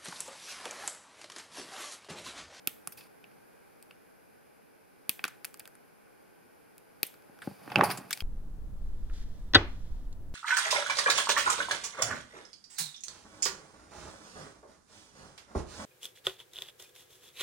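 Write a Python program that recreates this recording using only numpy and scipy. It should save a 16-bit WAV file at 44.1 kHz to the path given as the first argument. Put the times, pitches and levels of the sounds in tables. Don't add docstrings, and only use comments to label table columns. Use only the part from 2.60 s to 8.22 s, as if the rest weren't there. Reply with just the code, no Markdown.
import sys
import numpy as np
from scipy import signal
from scipy.fft import rfft, irfft
from scipy.io import wavfile
from scipy.ndimage import uniform_filter1d

SR = 44100
rng = np.random.default_rng(int(sys.argv[2]) if len(sys.argv) > 2 else 0)


def persist_wave(psi):
    counts = np.round(np.clip(psi, -1, 1) * 32767).astype(np.int16)
    wavfile.write(sys.argv[1], SR, np.atleast_2d(counts).T)


def voltage_ratio(level):
    return 10 ** (np.asarray(level, float) / 20)


N = 247974


def rms_one(x):
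    return x / np.sqrt(np.mean(x ** 2) + 1e-20)


def at_hz(points, hz):
    table_hz, value = np.transpose(points)
    return np.interp(np.log(hz), np.log(table_hz), value)


def band(x, low_hz, high_hz):
    return signal.sosfilt(signal.butter(2, [low_hz, high_hz], "band", fs=SR, output="sos"), x)


def sides(pan_db):
    return voltage_ratio(np.array([[0.5], [-0.5]]) * pan_db)


def widen(shared, own, share):
    return shared + share * own * np.array([[1], [-1]])


def add(out, start_s, sound):
    at = round(start_s * SR)
    out[:, at:at + sound.shape[1]] += sound[:, :N - at]


def resonate(x, peaks, scatter_db=0):
    out = 0
    for k, (hz, width_hz, level_db) in enumerate(peaks):
        r = np.exp(-np.pi * width_hz / SR)
        w = 2 * np.pi * hz / SR
        strength = voltage_ratio(level_db + scatter_db * rng.standard_normal())
        gain = strength * (-1) ** k * (1 - r * r) / 2
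        out = out + signal.lfilter([gain, 0, -gain], [1, -2 * r * np.cos(w), r * r], x)
    return out


# pitch_hz, width_hz, level_db
BASS = [(770, 200, 0), (1200, 240, 5), (1544, 470, 3.5)]
MID = [(2250, 990, 1), (2514, 240, 14), (3740, 1250, -6)]
UPPER = [(3530, 380, 0), (4680, 550, 6), (5780, 1740, -6.5)]
TREBLE = [(7130, 660, 0.5), (8570, 650, 2.5), (9960, 1530, 5), (11350, 1300, 4.5), (11990, 1770, 5.5),
          (16300, 7200, -5.5)]
# resonances, low_edge_hz, high_edge_hz
REGISTERS = [(BASS, 400, 2200), (MID, 1600, 3900), (UPPER, 3400, 7000), (TREBLE, 6300, 18000)]


def registers(x, scatter_db):
    return [(-1) ** k * band(resonate(x, peaks, scatter_db), low_hz, high_hz)
            for k, (peaks, low_hz, high_hz) in enumerate(REGISTERS)]


def contacts(table, crack, trims_db, scatter_db, spread):
    near, around = np.zeros((2, 2, N))
    t_ms = np.arange(2048) / SR * 1000
    smooth = [band((-1.0) ** k * (t_ms == 0), low_hz, high_hz)
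              for k, (_, low_hz, high_hz) in enumerate(REGISTERS)]
    for start_s, peak_db, bass_db, treble_db, pan_db, burst_ms in table:
        shared, own = rng.standard_normal((2, 2048)) * np.exp(-t_ms / burst_ms)
        shared[0] = crack
        burst = rfft(widen(shared, own, spread))
        burst = irfft(burst / uniform_filter1d(np.abs(burst), size=9)) * (t_ms < 40)
        upper_db = 0.36 * min(treble_db, 0)
        levels_db = peak_db + np.array([bass_db, 0, upper_db, treble_db]) + trims_db
        layers = [voltage_ratio(level_db) * x / np.abs(x).max()
                  for level_db, x in zip(levels_db, registers(burst, scatter_db))]
        add(near, start_s, sides(pan_db) * sum(layers))
        diffuse = sum(np.std(x) * rms_one(y) for x, y in zip(layers, smooth))
        add(around, start_s, sides(0) * diffuse)
    return np.array([near, around])


# start_s, peak_db, treble_minus_mid_db, left_minus_right_db, burst_ms
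CUTS = [
    (0.073, -20, 4.5, -1, 1.04),
    (2.4934, -19, 5, -0.5, 0.51),
    (4.4308, -17, 3.5, 2, 0.31),
]
# pitch_hz, width_hz, level_db
JAW_RINGS = [(3300, 1200, -1.5), (12900, 1300, 1.5)]


def snips():
    bass_db = -25
    rows = [(start_s, peak_db, bass_db, treble_db, pan_db, burst_ms)
            for start_s, peak_db, treble_db, pan_db, burst_ms in CUTS]
    cuts = contacts(rows, 1.0, [15.0, -4.5, -1.5, 3.0], scatter_db=1.5, spread=0.23)
    cuts = cuts + sum(resonate(cuts, [ring]) for ring in JAW_RINGS)
    gap_hz, gap_width_hz, gap_share = 1400, 1000, 0.85
    return cuts - gap_share * resonate(cuts, [(gap_hz, gap_width_hz, 0)])


# start_s, peak_db, bass_minus_mid_db, treble_minus_mid_db
TICKS = [(0.2733, -35.5, 0.5, 13.5), (1.2257, -50.5, -26, 11.5), (2.6515, -33.5, 3.5, 4),
         (2.8457, -31, -4, 5.5), (2.8503, -34.5, -12, 13.5), (2.9421, -43.5, -3, 11),
         (2.9732, -62, -10, 18), (2.9952, -45.5, -3, 15), (2.9977, -46.5, -24, 15), (3.0758, -51, 3.5, 16),
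         (3.153, -61.5, 9, 17), (4.1806, -53, -16, 14.5), (4.5408, -56, 5, 9), (4.789, -54, 6, 5),
         (5.5086, -38.5, -22, 16.5), (5.574, -38, -6, 5)]


def ticks():
    pan_db, burst_ms = 0.3, 1
    rows = [(*row, pan_db, burst_ms) for row in TICKS]
    return contacts(rows, 3.6, [0.99, -2.0, 2.2, 0.45], scatter_db=4, spread=0.39)


# start_s, peak_db, bass_minus_mid_db, treble_minus_mid_db
TAPS = [(0.641, -40.5, -7.5, -29), (0.714, -55, -7, -23), (1.311, -45, -6.5, -8), (2.5926, -33, -6.5, -38),
        (2.6404, -18, -19, -6.5), (3.0026, -40, -7, -13), (3.055, -42, -11, -1), (4.6222, -59, -6, -1),
        (5.0765, -50, 15.5, -12), (5.1578, -10, -7.5, -22), (5.1852, -39, 13, 4), (5.2105, -19, 11.5, -27),
        (5.6047, -30, -12, -3)]


def taps():
    pan_db, burst_ms = -1, 0.7
    rows = [(*row, pan_db, burst_ms) for row in TAPS]
    return contacts(rows, 1.54, [2.1, -1.7, 0.42, 0.86], scatter_db=4, spread=0.21)


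# start_s, peak_db, bass_minus_mid_db, treble_minus_mid_db, burst_ms
SLIPS = [(0.3218, -46, -11, 8.5, 6.4), (0.374, -51.5, -10, 10, 19), (0.4076, -44, -16, -8, 5.9),
         (2.503, -58, -1, 2.5, 8.8), (2.645, -38, -8, -2, 9.4), (2.6795, -38, -5, 8.5, 2.1),
         (4.4484, -76, -21, 26, 1.7), (4.466, -54.5, -28, 21.5, 5.1), (4.8191, -45, 4, -1.5, 9),
         (5.0999, -37.5, -10, -17, 4.9), (5.118, -32.5, -2.5, -18, 4), (5.237, -27.5, -1, 4, 16.3),
         (5.3018, -25, -7.5, -8, 8.2), (5.3112, -27, -10, 1.5, 8.8), (5.3735, -39, -7, 9.5, 8.4),
         (5.5065, -28.5, -17, -6, 8.8), (5.5285, -19, -50, 3, 2.9)]


def slips():
    pan_db = 0.1
    rows = [(*row, pan_db, burst_ms) for *row, burst_ms in SLIPS]
    return contacts(rows, 0.53, [6.0, -3.5, -1.3, 0.5], scatter_db=7.0, spread=0.45)


# pitch_hz, level_db, t60_s
BENCH_MODES = [(89, 2, 0.089), (149, -12, .05), (209.5, -7, 0.1), (374, -7.5, 0.075), (562, 3, 0.036),
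               (800, 5.5, 0.031), (877, -13.5, 0.033), (1180, -25, 0.033), (1410, -1.5, 0.0094)]


def blows(table, ring_db):
    out = np.zeros((2, N))
    t = np.arange(8192) / SR
    for start_s, peak_db, pitch_hz, pan_db, t60_s in table:
        push = 0.8 * (t < 1 / pitch_hz)
        blow = np.sin(2 * np.pi * pitch_hz * t) * (push + voltage_ratio(-60 * t / t60_s))
        for mode_hz, level_db, mode_t60_s in BENCH_MODES:
            distance_octaves = abs(np.log2(mode_hz / pitch_hz))
            mode_db = level_db + ring_db - 1.7 * distance_octaves + 2 * rng.standard_normal()
            blow = blow - voltage_ratio(mode_db - 60 * t / mode_t60_s) * np.sin(2 * np.pi * mode_hz * t)
        add(out, start_s, sides(pan_db) * voltage_ratio(peak_db - 1.5) * blow / np.abs(blow).max())
    return band(band(out, 123, 5200), 112, 4500)


# start_s, peak_db, pitch_hz, left_minus_right_db
KNOCKS = [(4.695, -44.5, 217, 2), (4.874, -20.5, 217, 3), (4.913, -36.5, 160, -4), (5.077, -36.5, 270, -5),
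          (5.117, -33, 1200, -11), (5.158, -14, 846, -4.5), (5.166, -23, 146, 4), (5.175, -16, 180, 0),
          (5.1745, -33, 665, -3), (5.184, -25.5, 640, 1), (5.185, -16.5, 187, 1.5),
          (5.192, -8.5, 786, -3.5), (5.196, -18, 178, 0.1), (5.2055, -11.5, 800, -2.5),
          (5.222, -16, 375, 2), (5.234, -9.5, 915, -6), (5.265, -19.5, 800, -0.6), (5.294, -26, 729, 2),
          (5.342, -42, 156, 1.1), (5.385, -32, 195, -3), (5.411, -39.5, 232, 2), (5.446, -41, 199, -5)]


def knocks():
    t60_s = 0.04
    return blows([(*row, t60_s) for row in KNOCKS], ring_db=-7.5)


# start_s, peak_db, pitch_hz
RECOILS = [
    (0.074, -33, 325),
    (0.276, -43, 152),
    (2.492, -34.5, 288),
    (2.64, -37, 372),
    (2.651, -35, 430),
    (4.431, -32.5, 390),
]


def recoils():
    pan_db, t60_s = 0, 0.01
    return blows([(*row, pan_db, t60_s) for row in RECOILS], ring_db=-19.5)


# start_s, peak_db, pitch_hz, left_minus_right_db
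PINGS = [(0.075, -29, 1290, -6), (0.2728, -39, 1300, .3), (0.6427, -44, 2810, 2), (1.3092, -37, 2790, -0.6),
         (1.3098, -50, 1340, .3), (2.6402, -17, 1475, 1), (2.642, -20.5, 1200, -1), (5.1587, -6, 2610, -5),
         (5.51, -28.5, 1220, .3), (5.5088, -27.5, 1660, -3), (5.2099, -4, 1294, -12),
         (5.6057, -23.5, 3240, -1.1)]


def pings():
    t60_s = 0.021
    return band(blows([(*row, t60_s) for row in PINGS], ring_db=-46.0), 1240, 4000)


# time_s, pressure_db, speed_db
SCUFFS = [
    [(0.372, -66.5, 12), (0.42, -66.5, 1.5), (0.475, -65.5, -3)],
    [(4.8, -73, -3), (4.848, -56, -6), (4.97, -66.5, -3.5), (5.14, -44.5, -19.5), (5.246, -35, -28),
     (5.3, -37.5, -11), (5.438, -53.5, -16), (5.514, -60, -7), (5.62, -65, 5)],
]


def scuff():
    out = np.zeros((2, N))
    t = np.arange(N) / SR
    grain_rate_hz = 2500
    struck = rng.random((2, N)) < grain_rate_hz / SR
    grain_db = 2.0 * np.minimum(rng.exponential(1, (2, N)), 2)
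    coarse = struck * voltage_ratio(grain_db) * rng.choice([-1, 1], (2, N))
    clumps = uniform_filter1d(rng.standard_normal(N), size=300) * np.sqrt(300)
    fine = rng.standard_normal((2, N)) * voltage_ratio(1.2 * clumps)
    coarse, fine = (widen(*grains, 0.14) + 1e-18 for grains in (coarse, fine))
    bench = [(118, 17, 7.0), (186, 26, 11), (375, 760, -0.5), (700, 500, 5), (1100, 880, -3)]
    rumble = band(resonate(coarse, bench), 104, 2800)
    bass, mid, upper, hiss = registers(fine, 0)
    rasp = mid + 1.5 * upper + 0.18 * bass
    for rows in SCUFFS:
        time_s, pressure_db, speed_db = np.transpose(rows)
        start_s, end_s, fade_s = time_s[0], time_s[-1], 0.004
        inside = np.interp(t, [start_s - fade_s, start_s + fade_s, end_s - fade_s, end_s + fade_s],
                           [0, 1, 1, 0])
        layers = [(rumble, 0, -3.0), (rasp, 0.5 + 0.94 * speed_db, -1.5), (hiss, speed_db, 0.8)]
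        for layer, extra_db, pan_db in layers:
            level_db = np.interp(t, time_s, pressure_db + extra_db)
            out += inside * voltage_ratio(level_db) * rms_one(layer) * sides(pan_db)
    return out


# delay_ms, level_db
ECHOES = [(2.6, -13.5), (7.0, -16.5), (21.0, -27)]
# centre_hz, t60_s, tail_db
TAIL = [(314, 0.11, -27), (1200, 0.13, -19), (3380, 0.32, -13.5), (6550, 0.33, -17), (12000, 0.35, -17)]


def room(near, around):
    t = np.arange(SR // 2) / SR
    early = np.zeros((2, SR // 20))
    late = 0
    shared, own = rng.standard_normal((2, SR // 2))
    for hz, t60_s, tail_db in TAIL:
        tail = band(widen(shared, own, 0.43), hz * 0.35, min(hz * 1.54, 19000))
        envelope = voltage_ratio(tail_db - 60 * t / t60_s) * np.minimum(t / 0.0078, 1)
        late = -late + envelope * tail / np.sqrt(t60_s * SR / 14)
    early[:, 0] = 1
    for delay_ms, level_db in ECHOES:
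        early[[0, 1], round(delay_ms * SR / 1000) + np.array([0, 3])] += voltage_ratio(level_db)
    direct = signal.fftconvolve(near, early, axes=1)[:, :N]
    return direct + signal.fftconvolve(around, late, axes=1)[:, :N]


# pitch_hz, level_db_per_hz
AIR = [(20, -15), (50, -13.5), (110, -3), (200, 0.5), (450, 1), (900, -7.5), (2000, -16.5), (3800, -25)]
# pitch_hz, level_db_per_hz
HISS = [(6500, -26), (8300, -27.5), (9200, -20.5), (11000, -18.5), (15600, -28.5), (16000, -56)]
# pitch_hz, width_hz, level_db
AIR_HUMPS = [(450, 26, 4), (824, 69, 6), (1536, 295, 8), (2396, 560, 7), (4910, 850, 5)]
# pitch_hz, likeness
LIKENESS = [(60, -0.48), (130, -0.67), (290, -0.59), (640, -0.46), (1410, -0.062), (3100, 0.66),
            (6820, -0.16), (15000, 0.53)]
# time_s, level_db
AIR_LEVEL = [(0.0, -61.5), (2.25, -64.5), (2.74, -62.5), (3.33, -63.5), (4.26, -63.5), (4.74, -62),
             (5.15, -60), (5.26, -58.5), (5.62, -62.5)]


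def room_tone():
    hz = np.maximum(np.arange(N // 2 + 1) * SR / N, 1)
    shape_db = at_hz(AIR + HISS, hz)
    for hump_hz, width_hz, level_db in AIR_HUMPS:
        shape_db = shape_db + level_db / (1 + (2 * (hz - hump_hz) / width_hz) ** 2)
    alike = at_hz(LIKENESS, hz)
    spectrum = rfft(rng.standard_normal((2, N))) * voltage_ratio(shape_db)
    mid, side = irfft(spectrum * np.sqrt([1 + alike, 1 - alike]), N)
    time_s, level_db = np.transpose(AIR_LEVEL)
    level = voltage_ratio(np.interp(np.arange(N) / SR, time_s, level_db))
    return level * np.array([mid + side, mid - side]) / np.std(mid)


def scene():
    thuds = knocks() + recoils() + pings()
    close = snips() + ticks() + taps() + slips() + thuds + scuff()
    dip_hz, dip_width_hz, dip_share = 7060, 1000, 0.36
    close = close - dip_share * resonate(close, [(dip_hz, dip_width_hz, 0)])
    hum_hz, hum_width_hz, hum_db = 191.5, 13, -3
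    hum = resonate(thuds, [(hum_hz, hum_width_hz, hum_db)])
    return room(*close) + hum + room_tone()


def roll_off(x):
    return signal.sosfilt(signal.butter(12, 17030, fs=SR, output="sos"), x)


def record(dry):
    stop_hz = 17100
    mix = signal.sosfilt(signal.cheby2(10, 60, stop_hz, fs=SR, output="sos"), dry)
    return roll_off(mix)


dry = scene()
out = record(dry)
persist_wave(out)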